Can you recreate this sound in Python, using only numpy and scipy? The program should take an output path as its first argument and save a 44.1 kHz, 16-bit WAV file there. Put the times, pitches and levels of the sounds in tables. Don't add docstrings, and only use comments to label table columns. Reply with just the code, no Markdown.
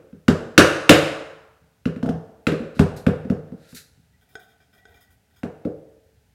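import sys
import numpy as np
from scipy import signal
from scipy.fft import rfft, irfft
from scipy.io import wavfile
from scipy.ndimage import uniform_filter1d

SR = 44100
rng = np.random.default_rng(int(sys.argv[2]) if len(sys.argv) > 2 else 0)


def bounce(signal):
    frames = np.transpose(np.atleast_2d(signal))
    limited = np.clip(frames, -1, 1)
    pcm = np.round(limited * 32767).astype(np.int16)
    wavfile.write(sys.argv[1], SR, pcm)


N = 279594
LEAD = SR // 4


def gain_of(db):
    return 10 ** (np.asarray(db) / 20)


def evened(x):
    return x / np.sqrt(np.mean(x ** 2) + 1e-20)


def read(points, hz):
    f, value = np.transpose(points)
    return np.interp(np.log(hz + 1), np.log(f + 1), value)


def add(mix, start_s, sound):
    first = max(round(start_s * SR) + LEAD, 0)
    part = mix[first:][:len(sound)]
    part += sound[:len(part)]


def coloured(x, points):
    hz = np.fft.rfftfreq(len(x), 1 / SR)
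    return irfft(rfft(x) * gain_of(read(points, hz)), len(x))


def near_db(hz, centre_hz, db_per_octave2):
    return -db_per_octave2 * np.log2(hz / centre_hz) ** 2


def decaying_sine(hz, t60, t):
    return gain_of(-60 * t / t60) * np.sin(2 * np.pi * hz * t)


def ring(hz, db, t60, rise_s, lag_s=0, size=9000):
    t = np.maximum(np.arange(size)[:, None] / SR - lag_s, 0)
    modes = gain_of(db) * decaying_sine(hz, t60, t) * (1 - np.exp(-t / rise_s))
    x = modes.sum(1)
    return x / np.abs(x).max()


def stroke(rise_s, hold_s, fade_db_per_s):
    t = np.arange(0, rise_s + hold_s + 40 / fade_db_per_s, 1 / SR)
    swell = np.minimum(t / rise_s, 1) ** 2
    return swell * gain_of(-fade_db_per_s * np.maximum(t - rise_s - hold_s, 0))


def impact_crack(size):
    # frequency in Hz, relative level in dB.
    crack_colour = [(1500, -10), (3000, 8.5), (5000, 3.5), (8000, -4.5), (12000, -10), (16000, -18.5)]
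    t = np.arange(size) / SR
    noise = evened(coloured(rng.standard_normal(size), crack_colour))
    return noise * (1 - np.exp(-t / 0.0009)) * np.exp(-t / 0.0077)


def wood_knock(centre_hz, size):
    # frequency in Hz (shifted at every blow), relative level in dB.
    wood_modes = [(520, -1.5), (680, 4.5), (850, -7), (1100, -7), (1290, -1.5), (1500, 4), (1800, -2.5),
                  (2130, -2), (2440, -9.5), (2780, 0), (3250, -12.5), (3900, -8.5)]
    wood_hz, wood_db = np.transpose(wood_modes)
    hz = wood_hz * rng.uniform(0.92, 1.04, len(wood_hz))
    db = wood_db + near_db(hz, centre_hz, 3.8)
    lag_s = rng.uniform(0, 0.00064, len(wood_hz))
    return ring(hz, db, t60=0.016, rise_s=0.00096, lag_s=lag_s, size=size)


def panel_thump(thump_db, centre_hz):
    # frequency in Hz, relative level in dB,
    # ring time in seconds before the limit and the blow's own factor.
    trim_modes = [(82.14, -8, 0.074), (112, -8, 0.06), (133, -6.5, 0.077), (162.84, -4.5, 0.25),
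                  (201, 1.5, 0.077), (241.1, 7, 0.063), (300.4, 4.5, 0.05), (356.2, 8, 0.037),
                  (406.7, 1, 0.14), (450.5, 1, 0.086), (475.2, 0, .1), (568, -7, 0.027), (631, -9.5, 0.24)]
    trim_hz, trim_db, trim_t60 = np.transpose(trim_modes)
    press_s = max(0.0045 + 0.00002 * thump_db, 0)
    free = min(0.7 - 0.01 * thump_db, 1.2)
    t60 = np.minimum(trim_t60, 36 / trim_hz) * free
    share_db = trim_db + near_db(trim_hz, centre_hz, 6.5)
    share_db = share_db + 1.5 * rng.standard_normal(len(trim_hz))
    lag_s = press_s * (centre_hz / trim_hz) ** 0.25
    swing = ring(trim_hz, share_db, t60, 0.0049, lag_s)
    shove = ring(np.array([1.1 * centre_hz]), 0, 0.033, 0.003, press_s)
    radiates = signal.butter(N=2, Wn=70, btype="high", fs=SR, output="sos")
    panel = signal.sosfilt(radiates, gain_of(-2.5) * swing + gain_of(-3) * shove)
    return -gain_of(thump_db) * panel


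def all_round(x, size=24):
    power = uniform_filter1d(np.abs(rfft(x)) ** 2, size)
    pulse = irfft(np.sqrt(np.abs(power)), len(x))
    return np.roll(pulse, 128)[:256] * np.hanning(256)


def blows():
    # start in seconds, thump level in dB, knock level in dB relative to the thump,
    # centre of the favoured thump modes in Hz, centre of the favoured knock modes in Hz.
    hammer_blows = [(-.1, -23, -8, 303, 1870), (0.127, -33, -16.5, 193, 1470),
                    (0.281, -1.5, -4.5, 220.3, 1580), (.578, 7, 4, 293.4, 2200),
                    (0.893, 6.5, 4, 285.5, 2415), (1.615, -52, -30, 111.8, 1500),
                    (1.855, -11, -9, 205.9, 2500), (1.961, -23, -12, 202, 1480),
                    (2.028, -14, -9.5, 215.5, 600), (2.059, -15.5, -9, 244, 600),
                    (2.089, -13.5, -6.5, 199, 620), (2.138, -22.5, -26, 155.7, 1500),
                    (2.468, -7, -2, 258, 2700), (2.519, -12.5, -8.5, 277, 2790),
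                    (2.599, -22, -20, 200, 1500), (2.617, -22, -26, 247, 1490),
                    (2.765, -29, -17, 186, 2840), (2.793, 0, -9, 173.5, 1380),
                    (3.065, -3, -11.5, 184, 1440), (3.248, -23.5, -19.5, 200, 1507),
                    (3.299, -9, -14.5, 195, 940), (3.519, -27, -18, 192, 700),
                    (3.726, -35.5, -9.5, 164.6, 1535), (3.973, -48, -18, 97.8, 1540),
                    (5.432, -17, -8, 244.5, 1000), (5.65, -13.5, -19.5, 270, 926)]
    near, wide, size = np.zeros(N + LEAD), np.zeros(N + LEAD), 2048
    for start_s, thump_db, knock_re_db, low_hz, mid_hz in hammer_blows:
        knock_db = thump_db + knock_re_db
        crack_db = knock_db - 15.5 + 0.21 * max(knock_db, -20)
        crack = gain_of(crack_db) * impact_crack(size)
        face = crack + gain_of(knock_db) * wood_knock(mid_hz, size)
        thump = panel_thump(thump_db, low_hz)
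        add(near, start_s, face)
        add(near, start_s, thump)
        add(wide, start_s, gain_of(-0.74) * all_round(face))
        add(wide, start_s, thump)
    return near, wide


def diffuse_echoes(x):
    # frequency in Hz, nominal 60 dB decay in seconds, scaled for each tail below.
    decay_times = [(60, 0.57), (160, 0.31), (300, .45), (500, 0.48), (900, 0.64), (1500, 0.59),
                   (2900, 0.46), (6000, .45), (10000, 0.38), (15000, 0.19)]
    # frequency in Hz, relative level in dB.
    echo_colour = [(30, -30), (70, 1), (250, -14.5), (500, 2.5), (700, 8), (950, -2.5), (1500, -3),
                   (2200, -6), (3200, -4.5), (8000, -1.5), (15000, -1)]
    hz, t, z = signal.stft(rng.standard_normal((3, SR)), SR, nperseg=512)
    fall_db = -60 * t / read(decay_times, hz)[:, None]
    fall = np.hypot(gain_of(2.0 * fall_db), gain_of(-9 + 0.65 * fall_db))
    z = z * gain_of(read(echo_colour, hz)[:, None]) * fall
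    tails = signal.istft(z, SR, nperseg=512)[1][:, :SR]
    t = np.arange(SR) / SR
    tails = tails * np.clip((t - 0.003) / 0.0085, 0, 1)
    tails = tails / np.linalg.norm(tails, axis=1, keepdims=True)
    turn = np.arange(len(x)) / SR * 2.6
    wet = 0
    for k, tail in enumerate(tails):
        share = np.cos(turn + k * np.pi / 3) * np.sqrt(2 / 3)
        wet = wet + signal.oaconvolve(x * share, tail)
    return wet[:len(x)]


def standing_waves(x):
    # frequency in Hz, relative level in dB, 60 dB decay in seconds.
    room_modes = [(53.7, -19, 0.26), (78.7, -20, 0.14), (88, -2.5, 0.23), (141, -17, 0.42),
                  (288, -21.5, 0.52), (327.5, -18.5, 0.57), (443.9, -14.5, 0.97), (470.4, -14, 0.4),
                  (550.6, -9, .8), (571.6, -7.5, 0.5), (626, -19.5, 0.6)]
    t = np.arange(SR) / SR
    modes = sum(gain_of(db) * decaying_sine(hz, t60, t) for hz, db, t60 in room_modes)
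    modes = modes * (1 - np.exp(-t / 0.0043)) / np.sqrt(SR / 20)
    return signal.oaconvolve(x, modes)[:len(x)]


def room(x):
    return gain_of(-3.0) * diffuse_echoes(x) + gain_of(-15) * standing_waves(x)


def hush():
    # frequency in Hz, relative level in dB per Hz.
    hush_colour = [(15, -55.5), (25, -27), (70, 7.5), (301, -9.5), (326, -35.5), (394, -9), (503, -18),
                   (818, -14), (1100, -28), (1480, -18), (2050, -20), (3430, -23.5), (16000, -30.5)]
    steady = evened(coloured(rng.standard_normal(N), hush_colour))
    drift = uniform_filter1d(rng.standard_normal(N), 2500)
    lumps = evened(uniform_filter1d(drift, 2500))
    low_pass = signal.butter(N=2, Wn=200, fs=SR, output="sos")
    bass = signal.sosfilt(low_pass, steady)
    return gain_of(-63) * (steady + bass * (gain_of(3.5 * lumps) - 1))


def scuffs():
    # start in seconds, swell in seconds, hold in seconds,
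    # level in dB, spectral tilt in dB per octave.
    wall_scuffs = [(2.745, 0.0083, 0.061, -53, -3), (2.959, 0.0064, 0.0097, -47.5, 1.5),
                   (3.499, .15, 0.035, -60.5, -2), (3.67, 0.023, 0.0394, -56, 1.5),
                   (3.745, 0.0035, 0.0036, -42, 4.5), (3.755, 0.011, 0.011, -43, 1.5)]
    # frequency in Hz, relative level in dB per Hz.
    scuff_colour = [(530, -69), (900, -42), (1080, -26), (1360, 5.5), (3300, -3), (3910, 5.5), (5280, -1.5),
                    (5680, -2.5), (13400, -7), (16000, -23)]
    out, size = np.zeros(N + LEAD), SR // 2
    for start_s, swell_s, hold_s, db, tilt_db in wall_scuffs:
        grit = rng.standard_normal(size) * gain_of(1.4 * rng.exponential(1, size))
        colour = [(hz, level_db + tilt_db * np.log2(hz / 6000)) for hz, level_db in scuff_colour]
        hiss = evened(coloured(grit, colour))
        shape = stroke(swell_s, hold_s, fade_db_per_s=294)
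        add(out, start_s, gain_of(db) * shape * hiss[:len(shape)])
    return out


# frequency in Hz, relative level in dB (taken at 0.3 of it when rubbed),
# ring time in seconds before the limits of tap and hand.
BLOCK_MODES = [(439, -7, 0.085), (759, -5.5, 0.027), (1519, 0.5, 0.063), (1902, -11, 0.047),
               (2360, -21, 0.075), (3280, -15, 0.063), (3580, -7.5, 0.019), (4950, -18, 0.026),
               (5140, -17.5, 0.039), (6640, -18, 0.055), (7260, -26, 0.021), (8500, -20, 0.024)]


def slips(size):
    return rng.standard_normal(size) * gain_of(2.5 * rng.exponential(1, size))


def finger_stroke(hold_s):
    return stroke(0.0027, hold_s, fade_db_per_s=550)


def hand_squeaks():
    # start in seconds, hold in seconds, level in dB.
    squeak_times = [(4.131, 0.0289, -74.5), (4.21, 0.0198, -73.5), (4.283, .03, -77), (4.38, .04, -68),
                    (4.769, .17, -68), (4.961, 0.079, -65.5), (5.069, 0.065, -72)]
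    out, size = np.zeros(N + LEAD), SR // 3
    t = np.arange(size // 2) / SR
    whine = decaying_sine(1944, 0.38, t)
    for start_s, hold_s, db in squeak_times:
        squeak = evened(signal.oaconvolve(slips(size), whine)[:size])
        shape = finger_stroke(hold_s)
        add(out, start_s, gain_of(db) * shape * squeak[-len(shape):])
    return out


def hand_slides():
    # start in seconds, hold in seconds, rub level in dB,
    # favoured pitch in Hz, skin hiss level in dB.
    finger_slides = [(4.21, 0.0199, -72, 1900, -68.5), (4.287, 0.063, -71.5, 1800, -64.5),
                     (4.392, 0.042, -62.5, 1510, -61.5), (4.479, .04, -67, 1500, -69),
                     (4.6, .025, -69.5, 1580, -77), (4.727, .06, -66, 1520, -66.5),
                     (4.874, 0.052, -63, 806, -70.5), (4.94, 0.033, -62, 1510, -65),
                     (5.004, 0.023, -67.5, 3400, -59.5), (5.103, .025, -74, 2050, -64),
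                     (5.299, .05, -76.5, 1497, -76.5), (5.359, 0.034, -68, 3550, -65)]
    out, t, size = np.zeros(N + LEAD), np.arange(3000) / SR, SR // 3
    for start_s, hold_s, rub_db, centre_hz, hiss_db in finger_slides:
        skin, rub = slips(size), 0
        for hz, mode_db, t60 in BLOCK_MODES:
            mode = decaying_sine(hz, min(0.59 * t60, 200 / hz), t)
            grip_db = 3 * evened(uniform_filter1d(rng.standard_normal(size), 1500))
            level_db = 0.3 * mode_db + grip_db + near_db(hz, centre_hz, 2.4)
            rub = rub + gain_of(level_db) * evened(signal.oaconvolve(skin, mode)[:size])
        hiss = evened(np.diff(skin, prepend=0))
        sound = gain_of(rub_db) * rub + gain_of(hiss_db) * hiss
        shape = finger_stroke(hold_s)
        add(out, start_s, shape * sound[-len(shape):])
    return out


def block_taps():
    # start in seconds, level in dB.
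    light_taps = [(4.354, -27), (4.854, -39.5)]
    out = np.zeros(N + LEAD)
    hz, db, t60 = np.transpose(BLOCK_MODES)
    for start_s, tap_db in light_taps:
        tap = ring(hz, db, np.minimum(t60, 0.07), rise_s=0.0001, size=3000 * 3)
        add(out, start_s, gain_of(tap_db) * tap)
    return out


def scene():
    near, wide = blows()
    small = scuffs() + hand_squeaks() + hand_slides() + block_taps()
    reverberant = room(wide + gain_of(-5.5) * small)
    heard = (near + small + reverberant)[LEAD:]
    return (heard + hush())[None]


def record(dry):
    bass_cut = signal.butter(N=2, Wn=30, btype="high", fs=SR, output="sos")
    heard = signal.sosfilt(bass_cut, dry)
    flat = heard / (1 + np.abs(heard / 0.99) ** 8) ** (1 / 8)
    band_limit = signal.firwin(511, 16290, window=("kaiser", 9), fs=SR)  # low-pass, cutoff in Hz
    return signal.oaconvolve(flat, band_limit[None], "same")


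dry = scene()
out = record(dry)
bounce(out)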